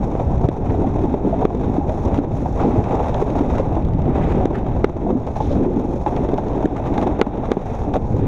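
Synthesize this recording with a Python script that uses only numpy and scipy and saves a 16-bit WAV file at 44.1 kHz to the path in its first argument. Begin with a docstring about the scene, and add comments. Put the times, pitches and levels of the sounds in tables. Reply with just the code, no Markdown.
"""Riding a wheeled plastic sled fast down a concrete chute, with the microphone on the rider, about 8 s.
From the start filtered taps rumble in the hollow shell, grit rasps, and turbulent noise buffets the microphone.
Damped resonances thump at the joints, a shudder just after; loose parts rattle and runners scrape.
Past the middle comes the first very hard knock, then two sandy skids, then the hardest knock of all.
Loud knocks duck the microphone's gain, which recovers slowly; the hardest overload it. It ends still rolling."""
import sys
import numpy as np
from scipy import signal
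from scipy.fft import rfft, irfft
from scipy.io import wavfile
from scipy.ndimage import uniform_filter1d

SR = 44100
rng = np.random.default_rng(int(sys.argv[2]) if len(sys.argv) > 2 else 0)


def transcribe(signal):
    """Save signal, clipped to [-1, 1], as a 16-bit WAV file at the path in sys.argv[1]."""
    frames = np.atleast_2d(signal).T
    limited = np.clip(frames, -1, 1)
    pcm = np.round(limited * 32767).astype(np.int16)
    wavfile.write(sys.argv[1], SR, pcm)


N = 364707
TIME = np.arange(N) / SR


def gain_of(db):
    """Decibels as an amplitude factor."""
    return 10 ** (np.asarray(db) / 20)


def evened(x):
    """Scale to unit RMS."""
    return x / np.sqrt(np.mean(x ** 2) + 1e-20)


def steadied(x, steady_s):
    """Divide out the running RMS, so that only level changes faster than the given time remain."""
    power = abs(uniform_filter1d(x ** 2, int(steady_s * SR)))
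    return x / np.sqrt(power + 1e-9)


def levels(rows):
    """Each dB column of a curve as a gain for every sample."""
    s, *columns = np.transpose(rows)
    return [gain_of(np.interp(TIME, s, column)) for column in columns]


def swells(rows):
    """Bell-shaped swells of gain, each down to 1/e one half length from its height."""
    return sum(gain_of(db) * np.exp(-((TIME - s) / half) ** 2) for s, half, db in rows)


def add(mix, s, sound):
    """Lay a short sound into the mix at the given time."""
    part = mix[max(round(s * SR), 0):][:len(sound)]
    part += sound[:len(part)]


def colour(x, points, size=8192):
    """Causal minimum-phase filter of unit energy with the given spectrum."""
    hz, db = np.transpose(points)
    f = abs(np.fft.fftfreq(size, 1 / SR))
    log_gain = np.log(gain_of(np.interp(np.log(f + 1), np.log(hz), db)))
    minimum_phase = np.exp(np.conj(signal.hilbert(log_gain)))
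    response = np.fft.ifft(minimum_phase).real[:size // 2]
    return signal.oaconvolve(x, response / np.linalg.norm(response))[:len(x)]


def wander(hz):
    """Slow random drift of unit RMS, fading out above the given rate."""
    f = np.fft.rfftfreq(N, 1 / SR)
    spectrum = rfft(rng.standard_normal(N)) / (1 + (f / hz) ** 4)
    return evened(irfft(spectrum, N))


def grains(per_s, spread_db):
    """Tiny impacts at random moments, a few much larger than the rest."""
    size = gain_of(spread_db * np.minimum(rng.exponential(1, N), 4))
    struck = rng.random(N) < per_s / SR
    return evened(size * rng.choice([-1., 1.], N) * struck)


def strike_shape(rise_s, decay_s, size):
    """Envelope of a blow: a quick rise and an exponential fall, with a peak of 1."""
    t = np.arange(size) / SR
    shape = (1 - np.exp(-t / rise_s)) ** 2 * np.exp(-t / decay_s)
    return shape / shape.max()


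def burst(rise_s, decay_s, size=4096):
    """A puff of noise that swells and dies."""
    return strike_shape(rise_s, decay_s, size) * rng.standard_normal(size)


def pluck(hz, rise_s, decay_s, size=6144):
    """A struck resonance that rises quickly and rings away."""
    t = np.arange(size) / SR
    return strike_shape(rise_s, decay_s, size) * np.sin(2 * np.pi * hz * t)


def chatter(rise_s, decay_s, per_s, size=4096):
    """A quick run of separate tiny hits that dies away."""
    hits = rng.choice([-1., 1.], size) * (rng.random(size) < per_s / SR)
    return strike_shape(rise_s, decay_s, size) * hits * np.sqrt(SR / per_s)


def ring(hz, swell_s, size=4096):
    """A heavily damped resonance that swells and dies."""
    t = np.arange(size) / SR
    shape = (t / swell_s) ** 2 * np.exp(-t / swell_s)
    return shape / shape.max() * np.sin(2 * np.pi * hz * t)


def eddies(spectrum, steady_s):
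    """Turbulent pressure: coloured noise of evened strength."""
    return steadied(colour(rng.standard_normal(N), spectrum), steady_s)


def rolling(spectrum, per_s, spread_db, steady_s):
    """A stream of tiny impacts heard through a body, of evened strength."""
    return steadied(colour(grains(per_s, spread_db), spectrum), steady_s)


# strength of the wind over the microphone: (time [s], relative level [dB])
WIND_STRENGTH = [(0, -16.5), (.11, -25), (.38, -17), (.58, -18.5), (.75, -19.5), (1.05, -20.5), (1.3, -24),
                 (1.65, -20), (2.05, -22.5), (2.5, -23), (2.77, -17), (3.05, -22), (3.3, -22.5),
                 (3.52, -20), (3.95, -17), (4.25, -16.5), (4.55, -19.5), (4.8, -19), (4.95, -23),
                 (5.3, -29), (5.52, -17.5), (5.85, -28), (6.2, -22.5), (6.6, -25), (7.1, -24.5),
                 (7.5, -25.5), (8, -22), (8.2, -17)]
# gusts rushing close past the microphone: (time of height [s], half length [s], level before flicker [dB])
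GUSTS = [(0.692, 0.032, -42), (4.24, 0.17, -44), (4.56, 0.032, -36.5), (8.26, 0.045, -55)]
# spectra of large eddies, small eddies and rushing air: (frequency [Hz], relative density [dB per Hz])
BUFFET_SPECTRUM = [(8, -10.5), (20, -1), (32, -4), (58, -1), (80, -8.5), (120, -7.5), (300, -67),
                   (1500, -115)]
FLUTTER_SPECTRUM = [(40, -23), (70, 4), (100, 3.5), (160, 2.5), (210, -4), (300, -9.5), (700, -47),
                    (3000, -115)]
AIR_SPECTRUM = [(600, -12), (1200, 6), (2000, 1.5), (3000, -9.5), (4000, -20), (5500, -25.5), (7500, -28.5),
                (12000, -41.5), (16000, -65.5)]


def wind(buffet_db=-3, buffet_follow=0.49, flutter_db=-3, breeze_db=-20, air_db=-43, flicker_db=3):
    """Large and small eddies push on the microphone, the small ones following the wind most; air rushes."""
    speed, = levels(WIND_STRENGTH)
    # large eddies follow the wind by a power below 1, around the breeze level
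    deep = gain_of(breeze_db + buffet_db) * (speed / gain_of(breeze_db)) ** buffet_follow
    buffet = deep * eddies(BUFFET_SPECTRUM, steady_s=0.11)
    flutter = gain_of(flutter_db) * speed * eddies(FLUTTER_SPECTRUM, steady_s=0.078)
    rush = gain_of(air_db) * speed + swells(GUSTS)
    flicker = gain_of(flicker_db * wander(hz=50))
    return buffet + flutter + rush * flicker * eddies(AIR_SPECTRUM, steady_s=.1)


# large eddies striking the microphone: (time [s], pitch [Hz], level [dB])
BUFFET_LUMPS = [(0.274, 74.4, -10), (.35, 55, -17), (0.382, 65, -12.5), (0.451, 112, -6.5), (0.699, 96, -8),
                (2.069, 69, -10), (2.138, 75.5, -10), (2.345, 107, -10.5), (2.537, 49, -16),
                (2.791, 89, -4.5), (3.527, 68, -9.5), (3.684, 97, -21), (3.859, 60.6, -16),
                (3.934, 110, -11), (3.993, 126, -13), (5.481, 82.4, -13.5), (8.187, 110, -11)]


def buffets(cycles=0.7, size=8192):
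    """Single large eddies hit the microphone, each a soft lump of pressure of a cycle or two."""
    out = np.zeros(N)
    t = (np.arange(size) - size // 2) / SR
    for s, hz, db in BUFFET_LUMPS:
        shape = np.exp(-(t * hz / cycles) ** 2)
        lump = shape * np.sin(2 * np.pi * (hz * t + rng.random()))
        add(out, s + t[0], gain_of(db) * lump)
    return out


# larger stones clicking under the sled: (time [s], level [dB])
STONES = [(.1965, -51), (.379, -44), (2.1755, -39), (2.84, -34), (3.1434, -33.5), (3.3017, -39),
          (3.2125, -47), (3.3845, -42), (3.8496, -43), (3.935, -43), (4.019, -41), (4.857, -48),
          (5.267, -41), (5.3575, -43), (6.0612, -44), (6.163, -38), (6.3779, -37), (6.4832, -40.5),
          (6.938, -46), (6.9775, -35), (7.0142, -34), (7.9363, -39)]
# spectrum of a stone's click: (frequency [Hz], relative density [dB per Hz])
CLICK_SPECTRUM = [(1200, 2), (2400, 9.5), (3700, 5), (4700, -3.5), (6400, -0.5), (8200, -20), (11000, -26),
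                  (14000, -38.5)]


def stones(count=14, crumb_db=-48, spread_db=4):
    """Stones snap against the underside, short and dry; more, called crumbs, strike at random."""
    crumbs = [(rng.uniform(0, N / SR), crumb_db + spread_db * rng.standard_normal()) for _ in range(count)]
    clicks = np.zeros(N)
    for s, db in list(STONES) + crumbs:
        add(clicks, s, gain_of(db) * burst(rise_s=0.00034, decay_s=0.0019))
    return colour(clicks, CLICK_SPECTRUM)


# wheels slipping sideways: (time of height [s], half length [s], level before flicker [dB])
SKIDS = [(5.437, 0.036, -50.5), (5.523, 0.022, -50.5)]
# spectrum of a skid: (frequency [Hz], relative density [dB per Hz])
SKID_SPECTRUM = [(1800, -24), (3000, -4), (3700, 1), (4500, -11), (6300, -9), (8000, -29), (14000, -52)]


def skids(flicker_db=3):
    """The wheels slip sideways with a thin, sandy hiss of dense tiny impacts."""
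    flicker = gain_of(flicker_db * wander(hz=60))
    sand = rolling(SKID_SPECTRUM, per_s=5000, spread_db=4.0, steady_s=.03)
    return swells(SKIDS) * flicker * sand


# runners scraping the concrete: (time of height [s], half length [s], level before roughness [dB])
SCRAPES = [(0.177, 0.051, -45.5), (2.608, 0.024, -34), (2.71, 0.079, -40), (2.873, 0.044, -41.5),
           (2.935, 0.056, -39), (3.067, 0.029, -40.5), (3.223, 0.0096, -34), (3.392, 0.0099, -35),
           (3.435, 0.026, -43), (3.587, 0.04, -35), (4.165, 0.024, -38.5), (4.31, 0.061, -40),
           (5.37, 0.012, -52), (6.773, .015, -33), (6.866, 0.021, -36), (7.023, 0.011, -29),
           (7.451, 0.013, -39.5)]
# spectrum of a scrape: (frequency [Hz], relative density [dB per Hz])
SCRAPE_SPECTRUM = [(600, -6), (950, 2.5), (1180, 3), (1500, -10), (2100, -8), (2650, -15), (3000, -20.5),
                   (3700, -19), (4500, -29.5), (6500, -26), (12000, -57)]


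def scrapes(rough_db=3.0, hollow_hz=1080, hollow_width_hz=220, drift=.09, hollow_db=-3):
    """The runners rasp in short, rough swells; a hollow resonance shifts as the shell flexes."""
    # a low-pass resonator driven by grains is turned up to the drifting pitch
    pitch_hz = hollow_hz * (1 + drift * wander(hz=14))
    turn = np.exp(2j * np.pi * np.cumsum(pitch_hz) / SR)
    r = np.exp(-np.pi * hollow_width_hz / SR)
    resonance = signal.lfilter([1], [1, -2 * r, r * r], grains(per_s=2600, spread_db=0.5))
    hollow = evened((turn * resonance).real)
    rasp = rolling(SCRAPE_SPECTRUM, per_s=1600, spread_db=4.0, steady_s=0.032)
    roughness = gain_of(rough_db * wander(hz=90))
    return swells(SCRAPES) * roughness * (rasp + gain_of(hollow_db) * hollow)


# loose parts of the sled rattling: (time [s], body level [dB], clatter level [dB])
RATTLES = [(0.1953, -18.5, -37), (0.4397, -18, -40), (1.3314, -26.5, -55.5), (1.405, -23, -41),
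           (1.417, -16.5, -37), (1.761, -22, -40), (1.8909, -22, -35.5), (2.141, -23, -32.5),
           (2.4552, -20, -44), (2.6149, -35, -36), (2.84, -27, -34), (2.908, -17, -35), (2.917, -16, -33),
           (2.991, -19.5, -33), (3.001, -18, -36), (3.0422, -25, -40), (3.1447, -17, -39),
           (3.211, -20, -36), (3.3844, -25, -42), (3.4982, -35, -34), (3.7645, -18, -43),
           (5.1024, -21.5, -39), (5.27, -21, -41), (5.358, -20, -36), (5.4013, -19, -39),
           (6.0614, -16, -33), (6.076, -26, -33.5), (6.1637, -19, -33), (6.3343, -21.5, -50),
           (6.3802, -17, -33.5), (6.6235, -20, -38), (6.938, -25, -35), (6.978, -19.5, -29.5),
           (7.024, -17.5, -31), (7.069, -32, -35), (7.4515, -34, -38), (7.937, -19, -30),
           (7.9635, -24, -43)]


def rattles(tick_db=-20):
    """Loose parts shake briefly through the same body as the wheels; a fine tick goes with the clatter."""
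    clatter, body, tick = np.zeros((3, N))
    for s, body_db, clatter_db in RATTLES:
        add(clatter, s, gain_of(clatter_db) * chatter(rise_s=0.00044, decay_s=0.011, per_s=900))
        add(body, s, gain_of(body_db) * burst(rise_s=0.00065, decay_s=0.016))
        add(tick, s, gain_of(clatter_db + tick_db) * chatter(rise_s=0.0006, decay_s=0.014, per_s=1800))
    return colour(clatter, GRIT_SPECTRUM) + colour(body, ROAR_SPECTRUM) + colour(tick, RUB_SPECTRUM)


# brief hollow tones standing out of the rolling rumble: (time [s], pitch [Hz], level [dB], decay [s])
HOLLOW_TONES = [(.843, 768, -17.5, 0.0098), (1.08, 261, -14.5, 0.023), (1.14, 584, -14.5, .012),
                (1.327, 661, -12.5, 0.011), (1.337, 320, -18, 0.01), (1.762, 746, -17, .01),
                (1.781, 282, -6, 0.0095), (1.81, 815, -19, 0.015), (1.893, 635, -18, 0.0082),
                (2.076, 268, -18, 0.01), (2.181, 287, -11.5, 0.016), (2.457, 870, -20, 0.0068),
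                (2.612, 345, -19, .014), (2.738, 258, -6, 0.011), (2.752, 627, -20, 0.01),
                (3.221, 419, -8.5, 0.0074), (3.406, 266, -9, 0.0084), (3.598, 534, -9, 0.0069),
                (3.718, 720, -17, 0.0095), (3.767, 322, -13.5, 0.016), (3.95, 273, -17.5, 0.013),
                (4.408, 735, -18, 0.02), (5.065, 690, -15.5, 0.0083), (5.15, 255, -9.5, 0.016),
                (5.402, 868, -20, 0.016), (5.507, 570, -17.5, 0.015), (5.608, 342, -12, 0.015),
                (5.66, 356, -9.5, 0.013), (5.758, 274, -14, 0.02), (5.847, 295, -16.5, 0.0096),
                (6.0615, 837, -10, 0.008), (6.066, 322, -15.5, 0.014), (6.124, 273, -16.5, 0.022),
                (6.245, 344, -15.5, .014), (6.643, 262, -9, .014), (7.089, 307, -13.5, .014),
                (7.875, 290, -15, 0.02), (7.949, 758, -15.5, 0.013), (7.954, 577, -16.5, 0.01)]


def hollow_tones(count=36, small_db=-16.0, spread_db=2.5, low_hz=235, high_hz=880,
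                 fall_db_per_octave=6.0, small_decay_s=0.012):
    """Short hollow tones stand out of the rumble for a few hundredths of a second; more come at random."""
    small = []
    for when, which, size in rng.random((count, 3)):
        hz = low_hz * (high_hz / low_hz) ** which
        db = small_db + spread_db * (2 * size - 1) - fall_db_per_octave * np.log2(hz / low_hz)
        small.append((when * N / SR, hz, db, small_decay_s))
    out = np.zeros(N)
    for s, hz, db, decay_s in list(HOLLOW_TONES) + small:
        add(out, s, gain_of(db) * pluck(hz, rise_s=0.0011, decay_s=decay_s))
    return out


def jolts(per_s, settle_s, rise_s=0.001):
    """Unevenness of the track: random sudden jolts that settle quickly, of unit RMS around zero."""
    kicks = rng.exponential(1, N).clip(0, 2) * (rng.random(N) < per_s / SR)
    t = np.arange(8192) / SR
    settling = (1 - np.exp(-t / rise_s)) ** 3 * np.exp(-t / settle_s)
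    x = signal.oaconvolve(kicks, settling)[:N]
    return evened(x - uniform_filter1d(x, size=6000))


# wheels on the track, before the jolts: (time [s], shell drone level [dB], wheel roar level [dB])
RIDE = [(0, -31, -29.5), (.55, -24, -27.5), (1.65, -23, -28.5), (1.97, -28.5, -29.5), (2.1, -18.5, -24.5),
        (2.3, -27.5, -31), (2.53, -27.5, -33.5), (2.6, -25, -21.5), (2.75, -16, -24.5), (2.9, -20.5, -21),
        (3.1, -27, -26.5), (3.6, -23, -26), (3.88, -28, -33), (4.06, -25, -28), (4.13, -21, -26),
        (4.22, -25.5, -25), (4.33, -22, -28.5), (4.41, -21.5, -24.5), (4.7, -26.5, -30),
        (4.97, -26.5, -30.5), (5.1, -19, -28.5), (5.34, -33.5, -35), (5.6, -17, -29), (6.05, -29, -32.5),
        (6.09, -25.5, -27.5), (7.15, -24, -26.5), (7.7, -30.5, -29), (8.25, -25, -32.5)]
# grit and rubbing close under the sled, before the jolts: (time [s], rasp level [dB], hiss level [dB])
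RUBBING = [(0, -49.5, -62.5), (1.1, -44.5, -60.5), (1.2, -46.5, -64), (1.7, -44, -60), (1.87, -52, -64),
           (1.91, -49, -58), (2.18, -41, -58), (2.26, -51, -68), (2.34, -46.5, -60), (2.55, -49, -59.5),
           (2.62, -41, -57), (3.56, -43.5, -59), (3.92, -50, -68.5), (4.25, -42, -61.5), (4.7, -45.5, -65),
           (5.345, -51, -64), (5.365, -47.5, -57.5), (5.52, -42.5, -57), (5.66, -46, -63.5),
           (6.055, -50.5, -60.5), (6.15, -44.5, -60.5), (6.75, -45.5, -63), (7.02, -42.5, -60.5),
           (7.35, -44, -65.5), (7.75, -43, -56.5), (7.92, -50, -66), (8.1, -50.5, -60.5), (8.25, -43, -66)]
# spectra of shell, wheels, grit and rubbing: (frequency [Hz], relative density [dB per Hz])
DRONE_SPECTRUM = [(100, -25.5), (190, -1.5), (268, 2), (310, -2), (380, -1), (460, -7), (600, -18.5),
                  (1200, -58.5), (5000, -110)]
ROAR_SPECTRUM = [(250, -20.5), (420, -0.5), (520, 1), (620, 1), (830, 0.5), (980, -6.5), (1150, -17.5),
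                 (1500, -27.5), (2200, -41), (5000, -71), (14000, -110)]
GRIT_SPECTRUM = [(600, -10), (1100, 7), (1450, -0.5), (1800, -4), (2600, -6), (2900, -15), (3300, -12.5),
                 (3750, -9.5), (4200, -28.5), (4800, -36), (8000, -61), (15000, -87.5)]
RUB_SPECTRUM = [(2500, -14), (4000, -1.5), (4800, -7), (5700, 1.5), (6800, -0.5), (7500, -11), (8400, -14),
                (10000, -12.5), (10900, -18.5), (12000, -16.5), (13200, -37.5), (16000, -51.5)]


def wheels():
    """The rough concrete taps the wheels; its bumps press shell, wheels, grit and hiss together."""
    drone, roar = levels(RIDE)
    rasp, hiss = levels(RUBBING)
    bumps = jolts(per_s=120, settle_s=0.01)
    sway, scuffs = wander(hz=12.0), wander(hz=70)
    # the factors are dB per unit of each movement
    drone = drone * gain_of(1.0 * bumps + 2.96 * sway)
    roar = roar * gain_of(1.8 * bumps)
    rasp = rasp * gain_of(1.82 * bumps)
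    hiss = hiss * gain_of(1.9 * bumps + 1.4 * scuffs)
    return (drone * rolling(DRONE_SPECTRUM, per_s=2500, spread_db=1, steady_s=0.065)
            + roar * rolling(ROAR_SPECTRUM, per_s=4000, spread_db=1, steady_s=0.21)
            + rasp * rolling(GRIT_SPECTRUM, per_s=5000, spread_db=2.5, steady_s=0.026)
            + hiss * rolling(RUB_SPECTRUM, per_s=17000, spread_db=1.5, steady_s=0.067))


# wheels striking a joint or a break in the concrete (the knocks at 6.3323 and 6.340 s are rear wheels):
# (time [s], thump peak level [dB], thump pitch [ratio], crack level [dB],
# panel ring level before trim [dB], following shudder level [dB])
JOINTS = [(0.1514, -6.5, 1.17, -44, -45, -19.5), (0.4869, 1.5, 0.81, -21.5, -42, -29),
          (1.1408, -1, 1.08, -32.5, -39, -30), (1.4516, 5.5, 0.95, -24, -37, -11),
          (2.1867, -3.5, 0.825, -31, -35, -23), (3.603, -14, 1, -38, -36, -26),
          (4.4549, 1, 0.93, -25.5, -46, -9), (4.843, 9.5, 1.05, -18.5, -17, -10),
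          (6.2884, -6.5, 1.04, -30, -36, -24), (6.3323, -3.5, 0.81, -43, -47, -27),
          (6.340, -7, 0.98, -29, -45, -17), (6.655, 0.5, 0.8, -25.5, -44, -28),
          (7.2137, 10, 1.06, -15, -4.5, -9), (7.5161, 2.5, 1.02, -18, -29, -8.5),
          (7.9565, -10.5, 1.6, -32, -29, -32), (7.9645, -6.5, 1.17, -26.5, -41, -28)]
# broad resonances of the shell at pitch ratio 1: (frequency [Hz], relative level [dB], time to swell [s])
THUMP_MODES = [(263, -9.5, 0.0015), (369.5, 0.5, 0.001), (726, -9.5, 0.00096)]
# plastic panels ringing on, before detuning: (frequency [Hz], relative level [dB], decay [s])
PANELS = [(1097, 0.5, 0.0037), (1230, 1, 0.0042), (1410, -4.5, 0.0073), (1654, -1.5, 0.0025),
          (1990, -4.5, 0.0022), (2440, -13, 0.003), (3050, -9, 0.0013), (3970, -15, 0.0016),
          (4500, -19, 0.001)]
# spectrum of a crack: (frequency [Hz], relative density [dB per Hz])
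CRACK_SPECTRUM = [(300, -32), (800, 8), (1400, 2), (2000, -6), (3000, -13.5), (3700, -8), (4800, -22.5),
                  (6200, -15), (8200, -30), (12000, -39), (16000, -65.5)]


def joints(after_s=.051, after_crack_db=-19, after_roar_db=-8, tail_db=-12,
           detune=0.04, panel_trim_db=-7.5, uneven_db=2.5):
    """Each knock thumps, cracks, rings and chatters; a softer shudder and crack follow it."""
    body, cracks, tails, shudder = np.zeros((4, N))
    for s, blow_db, pitch, edge_db, ring_db, shudder_db in JOINTS:
        thump = -sum(gain_of(db) * ring(hz * pitch, swell / pitch) for hz, db, swell in THUMP_MODES)
        add(body, s, gain_of(blow_db) * thump / abs(thump).max())
        for k, (hz, db, decay) in enumerate(PANELS):
            strength = gain_of(ring_db + db + panel_trim_db + uneven_db * rng.uniform(-1, 1))
            tuning = 1 + detune * rng.uniform(-1, 1)
            sign = (-1) ** k  # neighbouring panels start in opposite directions
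            add(body, s, sign * strength * pluck(hz * tuning, rise_s=0.00036, decay_s=decay))
        add(cracks, s, gain_of(edge_db) * burst(rise_s=0.00067, decay_s=0.0015))
        add(tails, s, gain_of(edge_db + tail_db) * chatter(rise_s=.002, decay_s=0.0066, per_s=1300))
        add(shudder, s + after_s, gain_of(shudder_db) * chatter(rise_s=0.0011, decay_s=0.0039, per_s=2300))
        after_crack = burst(rise_s=.00065, decay_s=0.0047)
        add(cracks, s + after_s, gain_of(edge_db + after_crack_db) * after_crack)
    after = colour(shudder, DRONE_SPECTRUM) + gain_of(after_roar_db) * colour(shudder, ROAR_SPECTRUM)
    return body + colour(cracks, CRACK_SPECTRUM) + colour(tails, GRIT_SPECTRUM) + after


def scene():
    """Wind, grit, rolling and knocks, all close to the one microphone."""
    air = wind() + buffets()
    underside = stones() + skids() + scrapes()
    sled = rattles() + hollow_tones() + wheels() + joints()
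    return (air + underside + sled)[None]


EDGE_HZ = 15600  # upper band limit


def record(dry, threshold_db=-9.0, recover_db_per_s=36, lag_s=0.00039, attack_s=0.0032,
           squeeze=0.64, deepest_db=9.5, ceiling=.71):
    """Gain ducks just after a loud peak and recovers slowly; soft clipping and a band limit follow."""
    over_db = np.clip(20 * np.log10(abs(dry[0]) + 1e-9) - threshold_db, 0, deepest_db)
    # the excess over the threshold is held and falls steadily; squeeze then scales it
    fall = TIME * recover_db_per_s
    held_db = np.maximum.accumulate(over_db + fall) - fall
    late_db = np.interp(TIME - lag_s, TIME, held_db)
    r = np.exp(-1 / (attack_s * SR))
    ducked = dry / gain_of(squeeze * signal.lfilter([1 - r], [1, -r], late_db))
    clipped = ducked / (1 + (ducked / ceiling) ** 8) ** (1 / 8)
    band_limit = signal.firwin(255, EDGE_HZ, window=("kaiser", 9), fs=SR)
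    return signal.oaconvolve(clipped, band_limit[None], "same")


dry = scene()
out = record(dry)
transcribe(out)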